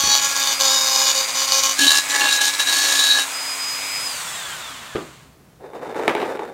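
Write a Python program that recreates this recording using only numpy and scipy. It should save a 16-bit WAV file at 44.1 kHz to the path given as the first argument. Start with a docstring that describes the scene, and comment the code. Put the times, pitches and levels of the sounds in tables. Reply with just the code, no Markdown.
"""A small workshop: a handheld rotary tool grinds the cut end of a small brass figure, held first one way, then another.
The burr strikes once a turn, tears off chips and makes the figure ring; harmonics of the speed sing out at times.
Fan noise, whine and mains buzz come from the tool, which is lifted off, switched off and coasts down; soft bumps
mark hands and tool on the bench. Then figure and loose tail slide over the bench as filtered slips and knock on it,
exciting its decaying modes. A faint coloured noise is the room tone."""
import sys
import numpy as np
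from scipy import signal
from scipy.fft import rfft, irfft, next_fast_len
from scipy.io import wavfile
from scipy.ndimage import uniform_filter1d

SR = 44100
rng = np.random.default_rng(int(sys.argv[2]) if len(sys.argv) > 2 else 0)


def pcm_store(signal):
    """Save signal as 16-bit PCM."""
    levels = np.round(np.clip(np.atleast_2d(signal), -1, 1) * 32767)
    wavfile.write(sys.argv[1], SR, levels.astype(np.int16).T)


N = 287973
T = np.arange(N) / SR

LIFT_S, SWITCH_OFF_S = 3.25, 4.06
CUT_ATTACK_S, CUT_RELEASE_S = 0.017, 0.018   # pushes, squeals and locked tones


def from_db(db):
    """Decibels to gain."""
    return 10 ** (np.asarray(db) / 20)


def rms_one(x):
    """Scale to rms 1."""
    return x / np.sqrt(np.mean(x ** 2) + 1e-20)


def steady(x):
    """Divide a sound by its running rms over 59 ms."""
    return x / np.sqrt(np.abs(uniform_filter1d(x ** 2, size=2600)) + 1e-12)


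def in_time(rows):
    """A curve of (time, value) at every sample."""
    s, values = np.transpose(rows)
    return np.interp(T, s, values)


def at_hz(points, hz):
    """Read a spectrum on a log-frequency axis."""
    f, db = np.transpose(points)
    return np.interp(np.log(np.maximum(hz, 1)), np.log(f), db)


def colour(x, spectrum):
    """Causal (minimum-phase) filter with the given spectrum."""
    size = 2 * next_fast_len(N // 2 + 4096)
    bins_hz = np.arange(size // 2 + 1) * SR / size
    cepstrum = irfft(np.log(from_db(at_hz(spectrum, bins_hz))))
    # fold the cepstrum to positive time
    cepstrum[1:size // 2] *= 2
    cepstrum[size // 2 + 1:] = 0
    return irfft(rfft(x, size) * np.exp(rfft(cepstrum)))[:N]


def noise():
    """White noise."""
    return rng.standard_normal(N)


def low_pass(x, hz):
    """Second-order low-pass."""
    return signal.sosfilt(signal.butter(2, hz, fs=SR, output="sos"), x + 1e-18)


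def split(x, hz, order=4):
    """The parts of a sound below and above a frequency."""
    return [signal.sosfilt(signal.butter(order, hz, kind, fs=SR, output="sos"), x + 1e-18)
            for kind in ("low", "high")]


def drift(rate_hz):
    """Slow chance with rms 1."""
    return rms_one(np.interp(T * rate_hz, np.arange(8000), rng.standard_normal(8000)))


def waver(db, rate_hz):
    """A gain that wanders by so many dB (standard deviation)."""
    steps = np.arange(int(N / SR * rate_hz) + 2)
    return np.interp(T * rate_hz, steps, from_db(db * rng.standard_normal(len(steps))))


def tone(cycles):
    """A cosine that follows a count of cycles."""
    return np.cos((2 * np.pi * (cycles - np.floor(cycles))).astype(np.float32))


def resonate(x, hz, width_hz):
    """One resonance with a peak gain of about 1."""
    r = np.exp(-np.pi * width_hz / SR)
    zeros = np.array([1, 0, -1]) * (1 - r * r) / 2
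    poles = [1, -2 * r * np.cos(2 * np.pi * hz / SR), r * r]
    return signal.lfilter(zeros, poles, x + 1e-18)


def ring(clicks, hz, t60_s):
    """A unit click starts a decaying sine of initial height 1."""
    r, w = from_db(-60 / (t60_s * SR)), 2 * np.pi * hz / SR
    return signal.lfilter([0, np.sin(w)], [1, -2 * r * np.cos(w), r * r], clicks + 1e-18)


def clicks_at(times_s, gains):
    """Single-sample clicks."""
    out = np.zeros(N)
    out[np.round(np.asarray(times_s) * SR).astype(int)] = gains
    return out


def fade(clicks, t60_s):
    """Each click starts an exponentially decaying envelope."""
    return signal.lfilter([1], [1, -from_db(-60 / (t60_s * SR))], clicks + 1e-18)


def between(start_s, end_s):
    """Gate with short ramps."""
    rise = np.clip((T - start_s) / 0.0045 + .5, 0, 1)
    fall = np.clip((end_s - T) / .01 + .5, 0, 1)
    return rise * fall


def held(spans, attack_s, release_s):
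    """Gain of events (start, end, dB) that rise, hold and die away; the strongest prevails."""
    t, out = T[::20], 1e-6
    for start, end, db in spans:
        rise = np.clip((t - start) / attack_s, 0, 1)
        decay = np.exp(-np.maximum(t - end, 0) / release_s)
        out = np.maximum(out, from_db(db) * rise * decay)
    return np.interp(T, t, out)


def workshop(x, wet_db):
    """Dense reflections of the small room: a decaying noise tail follows the direct sound."""
    t60_s = 0.19
    t = T[:SR // 2]
    tail = rng.standard_normal(len(t)) * from_db(-60 * t / t60_s) * (t > .004)
    return x + from_db(wet_db) * signal.oaconvolve(x, tail / np.linalg.norm(tail))[:N]


def room_tone():
    """Steadily coloured background noise with a slowly changing level."""
    # background level: (time [s], level [dB])
    level_points = [(0, -51.5), (3.4, -57.5), (4.1, -51), (4.9, -50), (5.5, -50), (5.7, -53)]
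    # background spectrum: (frequency [Hz], density [dB per Hz])
    spectrum = [(20, -34.5), (60, -3), (100, -6.5), (140, 1), (200, -6), (400, -12), (1800, -23),
                (3000, -27.5), (15800, -34)]
    return from_db(in_time(level_points)) * rms_one(colour(noise(), spectrum))


def bumps():
    """Padded blows of hands and tool on the bench: short thud and tail; the first shakes the bench deeply."""
    # blows: (time [s], level [dB], low-pass corner [Hz])
    blows = [(0.036, -20, 170), (0.073, -25, 400), (1.788, -26, 330), (4.951, -19.5, 600),
             (4.957, -24, 4000), (4.964, -25, 4000), (4.978, -27.5, 2000)]
    # thud spectrum: (frequency [Hz], density [dB per Hz])
    thud_spectrum = [(29, -42), (50, -29.5), (268, -8), (338, -4.5), (825, -15), (898, -19), (1210, -10.5),
                     (1770, -24.5), (2010, -19.5), (8000, -39), (10400, -63.5), (17600, -120)]
    thud, out = rms_one(colour(noise(), thud_spectrum)), 0
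    for s, db, corner_hz in blows:
        blow = clicks_at([s], [from_db(db)])
        envelope = fade(blow, 0.039) + 0.26 * fade(blow, 0.34)
        out = out + low_pass(thud * envelope, corner_hz)
    return out + ring(clicks_at([blows[0][0]], [from_db(-34.5)]), 60, 0.31)


def knocks():
    """Each brass knock cracks and rings the bench; hard ones drive the higher modes more, and the room answers."""
    # brass on the bench: (time [s], level [dB], hardness [dB])
    hits = [(5.641, -17.5, -18), (5.734, -13, -15), (5.946, -11, -9), (5.996, -4.5, -12), (6.0794, 1.5, 3),
            (6.094, -7.5, 1.5), (6.151, 1, -6), (6.165, -8, -5), (6.201, -11.5, 0), (6.217, -15, 5.5),
            (6.227, 0, -16), (6.372, -13, -7.5), (6.393, -6, -11), (6.42, -5, -23)]
    # bench modes: (frequency [Hz], level [dB], t60 [s])
    bench = [(338, -19.5, 0.11), (414, -8.5, 0.048), (580, -35, 0.09), (690, -17, 0.053),
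             (874, -11.5, 0.042), (1150, -19, 0.037), (1810, -27, 0.082), (2350, -19, 0.06),
             (2780, -45, 0.074), (3890, -18, 0.018)]
    s, db, hard_db = np.transpose(hits)
    chance_db = 2 * rng.standard_normal((len(s), len(bench)))
    modes = 0
    for k, (hz, mode_db, t60_s) in enumerate(bench):
        strike_db = db + mode_db + chance_db[:, k] + hard_db * (hz > 1300)
        modes = modes + (-1) ** k * ring(clicks_at(s, from_db(strike_db)), hz, t60_s)
    hard = clicks_at(s, from_db(db + hard_db))
    crack = 0.61 * ring(hard, 2130, 0.0041) + .5 * ring(hard, 700, 0.015)
    crack = crack + 0.076 * low_pass(noise() * fade(hard, 0.01), 8800)
    room_spectrum = [(100, -11), (400, 3.5), (2500, -7), (5000, -26.5), (14000, -40)]   # (Hz, dB)
    room = rms_one(colour(noise(), room_spectrum)) * fade(hard, 0.24)
    return from_db(-5.5) * modes + crack + from_db(-23) * room


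def sliding():
    """Rough brass catches on the gritty bench top in dense small slips and rings faintly."""
    # shoves over the bench: (start [s], end [s], level [dB])
    shoves = [(5.59, 5.69, -42.5), (5.617, 5.655, -37.5), (5.72, 5.77, -34), (5.8, 5.92, -31.5),
              (5.938, 6.1, -26.5), (6.15, 6.33, -27.5), (6.37, 6.465, -32), (6.495, 6.53, -42)]
    # friction spectrum: (frequency [Hz], density [dB per Hz])
    spectrum = [(47, -71), (80, -33.5), (449, -1), (714, -10), (871, -10), (1090, -17.5), (1930, -20.5),
                (3280, -30.5), (3740, -35.5), (8120, -39), (11600, -47.5), (13500, -46), (15800, -80)]
    # thin ring of the sliding metal: (frequency [Hz], width [Hz], level [dB])
    brass = [(3560, 120, -24.5), (6850, 180, -43), (9300, 43, -34.5), (13600, 170, -34)]
    slips_per_s = 1500
    treble_db, treble_follows = -11, 0.33   # treble share in the hardest shove; softer ones are duller
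    level = held(shoves, attack_s=0.026, release_s=0.082)
    treble = from_db(treble_db) * (level / level.max()) ** treble_follows
    sizes = from_db(2 * np.minimum(rng.exponential(1, N), 4))
    slips = (rng.random(N) < slips_per_s / SR) * noise() * sizes
    friction = (rms_one(slips) + 0.83 * noise()) * waver(2.0, 70)
    low, high = split(colour(friction, spectrum), 1240)
    metal = sum(from_db(db) * rms_one(resonate(friction, hz, width_hz)) for hz, width_hz, db in brass)
    return level * (steady(low) + treble * steady(high) + metal)


def spindle():
    """Turns per second: varying under load, then braked by bearing friction and speed-proportional drag."""
    # powered speed in the first grip: (time [s], speed [turns/s])
    first_run = [(0.0, 277.8), (0.33, 277.7), (0.648, 269.5), (0.692, 264.0), (0.73, 271.5), (0.77, 266.7),
                 (1.32, 266.8), (1.344, 268.9), (1.75, 269.9)]
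    # powered speed in the second grip: (time [s], speed [turns/s])
    second_run = [(1.8, 277.6), (2.006, 280.1), (2.33, 276.0), (2.544, 280.4), (2.582, 276.4),
                  (3.172, 277.5), (3.2, 273.2)]
    # powered speed off the metal: (time [s], speed [turns/s])
    free_run = [(3.34, 276.6), (3.566, 276.6), (4.0, 278.9)]
    friction_hz_per_s, drag_per_s = 168, .245
    powered_hz = in_time(np.vstack([first_run, second_run, free_run]))
    brake_hz = friction_hz_per_s / drag_per_s
    coasting = np.exp(-drag_per_s * np.maximum(T - SWITCH_OFF_S, 0))
    return np.maximum((powered_hz + brake_hz) * coasting - brake_hz, 1)


def fan(pace):
    """Turbulent fan air, whose mid band and hiss weaken as the rotor slows."""
    # air spectrum: (frequency [Hz], density [dB per Hz])
    spectrum = [(100, -38), (250, -19), (500, -6), (1050, 1.5), (1800, -3), (2800, -1.5), (4500, -4),
                (5400, -6.5), (7200, 1.5), (8800, -1), (10000, -7), (13000, -9), (15800, -12)]
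    hiss_db, mid_power, hiss_power = -2.7, 0.34, 1   # powers of the speed
    rest, hiss = split(rms_one(colour(noise(), spectrum)), 4800)
    low, mid = split(rest, 1740)
    air = low + mid * pace ** mid_power + from_db(hiss_db) * pace ** hiss_power * hiss
    return air * waver(0.42, 65)


def rotor_whine(speed, turns):
    """Rotor and commutator tones at multiples of the speed, radiated by the housing."""
    # whine partials: (multiple of the speed [1], level [dB])
    partials = [(1, -22), (2, -14.5), (3, -31.5), (4, -38), (6, -27), (8, -8.5), (9, -1.5), (12, -28),
                (15, -17), (16, -18.5), (18, -10), (20, -29), (22, -22), (24, -10), (28, -20.5), (30, -26),
                (32, -21.5), (34, -21), (36, -15), (40, -19), (44, -20)]
    # how well the housing radiates: (frequency [Hz], gain [dB])
    housing = [(150, -10), (280, -2.5), (600, -35), (1500, -3), (2400, -16.5), (3450, 8.5), (4300, -6),
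               (5000, -2), (5600, 0), (6700, -4.5), (7800, 9.5), (9200, 5), (11000, -14)]
    # one partial swells as the tool is turned in the hand: (start [s], end [s], rise [dB])
    swells = [(.5, 1.76, 10), (1.95, 2.1, 4), (3.31, 3.54, 12), (3.57, 4.2, 11), (4.86, 4.96, 13)]
    swelling_multiple = 18
    swell = np.maximum(1, held(swells, attack_s=0.039, release_s=0.012))
    whine = 0
    for k, db in partials:
        gain = np.interp(T, T[::200], from_db(db + at_hz(housing, k * speed[::200])))
        partial = gain * waver(2.0, 25) * tone(k * turns)
        whine = whine + partial * (swell if k == swelling_multiple else 1)
    return workshop(whine, wet_db=-4)


def mains_buzz():
    """The speed control fires every half wave of the mains, a little early or late as the load changes."""
    # the buzz swells: (start [s], end [s], rise [dB])
    swells = [(0.0, 3, 4), (3.77, 3.98, 5.5)]
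    half_waves_hz = 100
    firings = np.diff(np.floor(T * half_waves_hz + .04 * drift(4) + .007 * drift(70)), prepend=0)
    buzz = rms_one(resonate(resonate(firings, 2290, 460), 2190, 470)) * between(-1, SWITCH_OFF_S)
    return buzz * np.maximum(1, held(swells, attack_s=0.039, release_s=0.012))


def motor(speed, turns):
    """Fan air, whine and buzz share a level that dies with the speed."""
    fan_db, knee_hz, fan_power = -28, 151, 1.65   # below the knee the level falls as this power of speed
    working_gain_db = 0.8   # a little louder while held down at the figure
    dullest_speed_hz = 114   # below this the air gets no duller
    whine_db, coasting_whine_db, buzz_db = -1.5, -5.5, -11.5   # relative to the air
    whine_change_s = 0.5   # from one whine level to the other after switching off
    whine_lingers = 0.19   # the whine stands out of the dying air by this power of the slowing
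    level = from_db(fan_db + working_gain_db * between(-1, LIFT_S))
    level = level / np.hypot(1, (knee_hz / speed) ** fan_power)
    pace = np.maximum(speed, dullest_speed_hz) / speed.max()
    whining_db = np.interp(T - SWITCH_OFF_S, [0, whine_change_s], [whine_db, coasting_whine_db])
    whining = from_db(whining_db) / pace ** whine_lingers
    return level * (fan(pace) + whining * rotor_whine(speed, turns) + from_db(buzz_db) * mains_buzz())


def hopping():
    """Gain of the cut: pushed too hard, the burr hops on the metal."""
    # hops: (start [s], end [s], rate [hops/s], swing [dB])
    hops = [(.145, 0.196, 131, 4.5), (1.856, 2, 77, 3)]
    return from_db(sum(between(start, end) * swing_db * (tone(hz * (T - start)) - .25)
                       for start, end, hz, swing_db in hops))


def singing(turns):
    """Chatter locked onto one multiple of the speed: clear unsteady tones, pulsed once a turn."""
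    # locked tones: (start [s], end [s], multiple of the speed [1], rms level [dB])
    locks = [(-.02, 0.175, 12, -35.5), (.09, .185, 14, -22.5), (0.2, 0.406, 6, -33.5),
             (1.797, 1.867, 1, -31.5), (1.846, 1.988, 14, -22.5), (2.188, 2.285, 10, -24.5),
             (2.284, 2.48, 14, -29), (2.696, 2.943, 14, -41), (2.964, 3.153, 14, -20.5),
             (2.98, 3.14, 13, -33)]
    depth = .5
    tones = 0
    for start, end, k, db in locks:
        gain = held([(start, end, db)], CUT_ATTACK_S, CUT_RELEASE_S) * waver(4.4, 60)
        tones = tones + gain * np.sqrt(2) * tone(k * turns)
    return (1 + depth * tone(turns - .25)) * tones


def bite(turns, speed_ratio, strike, rasp, modes, uneven_db, bounce_db, bounce_hz, contact, rub,
         rasp_db, ring_db, smear, shift_db):
    """Once a turn the burr strikes and tears off chips with uneven, bouncing force; both ring the figure."""
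    bounces = tone(np.cumsum(bounce_hz * (1 + 0.148 * drift(40))) / SR)
    turn_db = uneven_db * rng.standard_normal(4000)[turns.astype(int)]
    force = from_db(turn_db + bounce_db * bounces) * waver(0.71, 38)
    force = low_pass(force, 1500)
    # the body colour stays put: each partial slides through it as the speed changes
    multiples, strike_db = np.transpose(strike)
    gains = from_db(np.interp(np.outer(multiples, speed_ratio[::100]), multiples, strike_db))
    blow = 0
    for k, gain in zip(multiples, gains):
        # smear spreads the strike over part of the turn; levels shift as the burr wanders over the metal
        partial = tone(k * (turns - .35 + smear * k / 100))
        blow = blow + np.repeat(gain, repeats=100)[:N] * waver(shift_db, 9) * partial
    blow = rms_one(force * blow)
    contact_pulse = np.exp(-((turns % 1 - .25) / contact) ** 2)
    chips = force * noise() * (rub + contact_pulse)
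    rasping = rms_one(colour(chips, rasp))
    drive = rms_one(chips) + blow / 2
    ringing = rms_one(sum(from_db(db) * resonate(drive, hz, width_hz) for hz, width_hz, db in modes))
    return split(blow + from_db(rasp_db) * rasping + from_db(ring_db) * ringing, 190)[1]


def press(sound, treble_db, body_db, mid_db, edge_hz):
    """Pressure sets the level; when the figure slips in the fingers, body tones and mid ring sing out."""
    # burr pushed into the brass: (start [s], end [s], pressure [dB])
    pushes = [(-.03, .08, -19), (.075, .18, -16.5), (.205, .27, -18.5), (.27, .33, -23.5), (.34, .535, -21),
              (.588, .78, -16.5), (.77, .9, -18.5), (.895, 1.115, -17), (1.135, 1.21, -19),
              (1.2, 1.25, -26), (1.268, 1.297, -23), (1.342, 1.445, -20.5), (1.465, 1.52, -21),
              (1.505, 1.598, -17), (1.622, 1.67, -16), (1.68, 1.715, -19.5), (1.778, 1.988, -16.5),
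              (2.084, 2.3, -22), (2.295, 2.36, -17.5), (2.4, 2.488, -18.5), (2.52, 2.55, -25.5),
              (2.58, 2.622, -18.5), (2.655, 2.94, -19), (2.93, 3.145, -18.5), (3.14, 3.217, -20.5)]
    # squeals: (start [s], end [s], body tone [dB], mid ring [dB])
    squeals = [(0.107, 0.198, -61, -27.5), (0.398, 0.522, -36, -28.5), (1.052, 1.107, -44, -24.5),
               (1.483, 1.567, -35, -29), (1.788, 1.848, -15, -16.5), (2.114, 2.206, -21, -48),
               (2.193, 2.276, -17.5, -23), (2.369, 2.417, -20.5, -28), (3.138, 3.186, -21, -37)]
    skim_db = -33   # between pushes the burr still skims the metal
    pressure = np.maximum(held(pushes, CUT_ATTACK_S, CUT_RELEASE_S), from_db(skim_db))
    body_squeal = held([(start, end, db) for start, end, db, _ in squeals], CUT_ATTACK_S, CUT_RELEASE_S)
    mid_squeal = held([(start, end, db) for start, end, _, db in squeals], CUT_ATTACK_S, CUT_RELEASE_S)
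    low, rest = split(sound, 2240)
    mid, high = split(rest, edge_hz, order=8)
    return (from_db(treble_db) * pressure * steady(high)
            + np.hypot(from_db(body_db) * pressure, body_squeal) * steady(low)
            + np.hypot(from_db(mid_db) * pressure, mid_squeal) * steady(mid))


def grinding(speed, turns):
    """In the first grip the figure is tightly damped; in the second its end rings."""
    # strike of one turn, first grip: (multiple of the speed [1], level [dB])
    first_strike = [(1, -17.5), (2, -7), (3, 0), (4, 7.5), (5, -2.5), (6, -3), (7, -16.5), (8, -30),
                    (9, -3.5), (10, -38), (11, -2.5), (12, -6.5), (13, -3), (14, 1), (15, -23.5),
                    (16, -2.5), (17, -1.5), (18, -17), (19, 1), (20, -11.5), (21, -1), (22, -1), (23, -1.5),
                    (24, -11), (25, -22.5), (26, 2), (27, -4), (28, -15.5)]
    # strike of one turn, second grip: (multiple of the speed [1], level [dB])
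    second_strike = [(1, -23), (2, -13.5), (3, -6.5), (4, -4.5), (5, -32), (6, 10), (7, -4.5), (8, -4.5),
                     (9, -12.5), (10, -2.5), (11, -9.5), (12, -9.5), (13, -10.5), (14, -3.5), (15, -16.5),
                     (16, -8), (17, -17.5), (18, -30.5), (19, -19), (20, -10.5), (21, -12), (22, -13),
                     (23, -32), (24, -24), (25, -8), (26, -9.5)]
    # rasp of the chips, first grip: (frequency [Hz], density [dB per Hz])
    first_rasp = [(200, -55), (500, -22), (1100, 13.5), (1900, -34.5), (3200, -19.5), (4000, 2),
                  (4600, -0.5), (5350, -7.5), (6100, 7), (7200, -16), (7800, -23.5), (10800, -9.5),
                  (12200, -13), (15500, -28.5)]
    # rasp of the chips, second grip: (frequency [Hz], density [dB per Hz])
    second_rasp = [(130, -54), (300, 2.5), (450, -5.5), (1100, 0.5), (2300, -9), (3900, 2), (4700, 0),
                   (6900, 3), (7700, -5.5), (9000, 1), (9800, -11), (11400, -12.5), (11800, -15),
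                   (15500, -19.5)]
    # resonances of the figure, first grip: (frequency [Hz], width [Hz], level [dB])
    first_modes = [(543, 12, 5), (790, 48, -11.5), (1040, 12, -13.5), (1664, 32, 6), (2450, 7.7, 14),
                   (2950, 53, 0), (3720, 10, -24), (3810, 84, 0), (4570, 43, -8.5), (4680, 54, -9.5),
                   (4776, 200, 0.5), (6370, 660, 2), (6890, 110, -7), (11910, 360, -7.5)]
    # resonances of the figure, second grip: (frequency [Hz], width [Hz], level [dB])
    second_modes = [(269, 34, -8.5), (1723, 7.3, 18), (2730, 16.4, 5.5), (3024, 22, -2.5),
                    (3813, 100, -5.5), (4160, 15, -0.5), (4435, 20, -10), (11680, 76, -8)]
    first_speed_hz, second_speed_hz = 266.7, 276.9   # speeds at which the strike tables hold
    regrip_s = 1.765
    # contact: width of the bite in turns; rub: share of steady rubbing
    first = bite(turns, speed / first_speed_hz, first_strike, first_rasp, first_modes,
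                 uneven_db=2.0, bounce_db=2, bounce_hz=121.3, contact=0.064, rub=0.49,
                 rasp_db=-6, ring_db=1.5, smear=0.488, shift_db=3.5)
    second = bite(turns, speed / second_speed_hz, second_strike, second_rasp, second_modes,
                  uneven_db=2.0, bounce_db=1.0, bounce_hz=76.1, contact=0.21, rub=0.48,
                  rasp_db=-4.5, ring_db=1.5, smear=0.544, shift_db=5.5)
    first = press(first, treble_db=-2.12, body_db=-9.5, mid_db=-7.5, edge_hz=4260)
    second = press(second, treble_db=-0.34, body_db=-3.5, mid_db=-13, edge_hz=3440)
    return first * between(-1, regrip_s) + second * between(regrip_s, LIFT_S)


def scene():
    """One spindle speed drives both the motor and the burr."""
    speed = spindle()
    wobble = 0.001 * drift(40) + .003 * (T > SWITCH_OFF_S) * drift(130)   # unpowered, it runs less evenly
    turns = np.cumsum(speed * (1 + wobble)) / SR
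    cut = hopping() * (grinding(speed, turns) + singing(turns))
    bench_knocks = split(knocks(), 170, order=2)[1]
    mix = room_tone() + bumps() + bench_knocks + sliding() + motor(speed, turns) + workshop(cut, wet_db=-12.5)
    return mix[None]


def record(dry):
    """The highest peaks are clipped, then the top is cut."""
    cutoff_hz = 15780
    top_cut = signal.ellip(12, .1, 90, cutoff_hz, fs=SR, output="sos")
    return signal.sosfilt(top_cut, np.clip(dry, -1, 1))


dry = scene()
out = record(dry)
pcm_store(out)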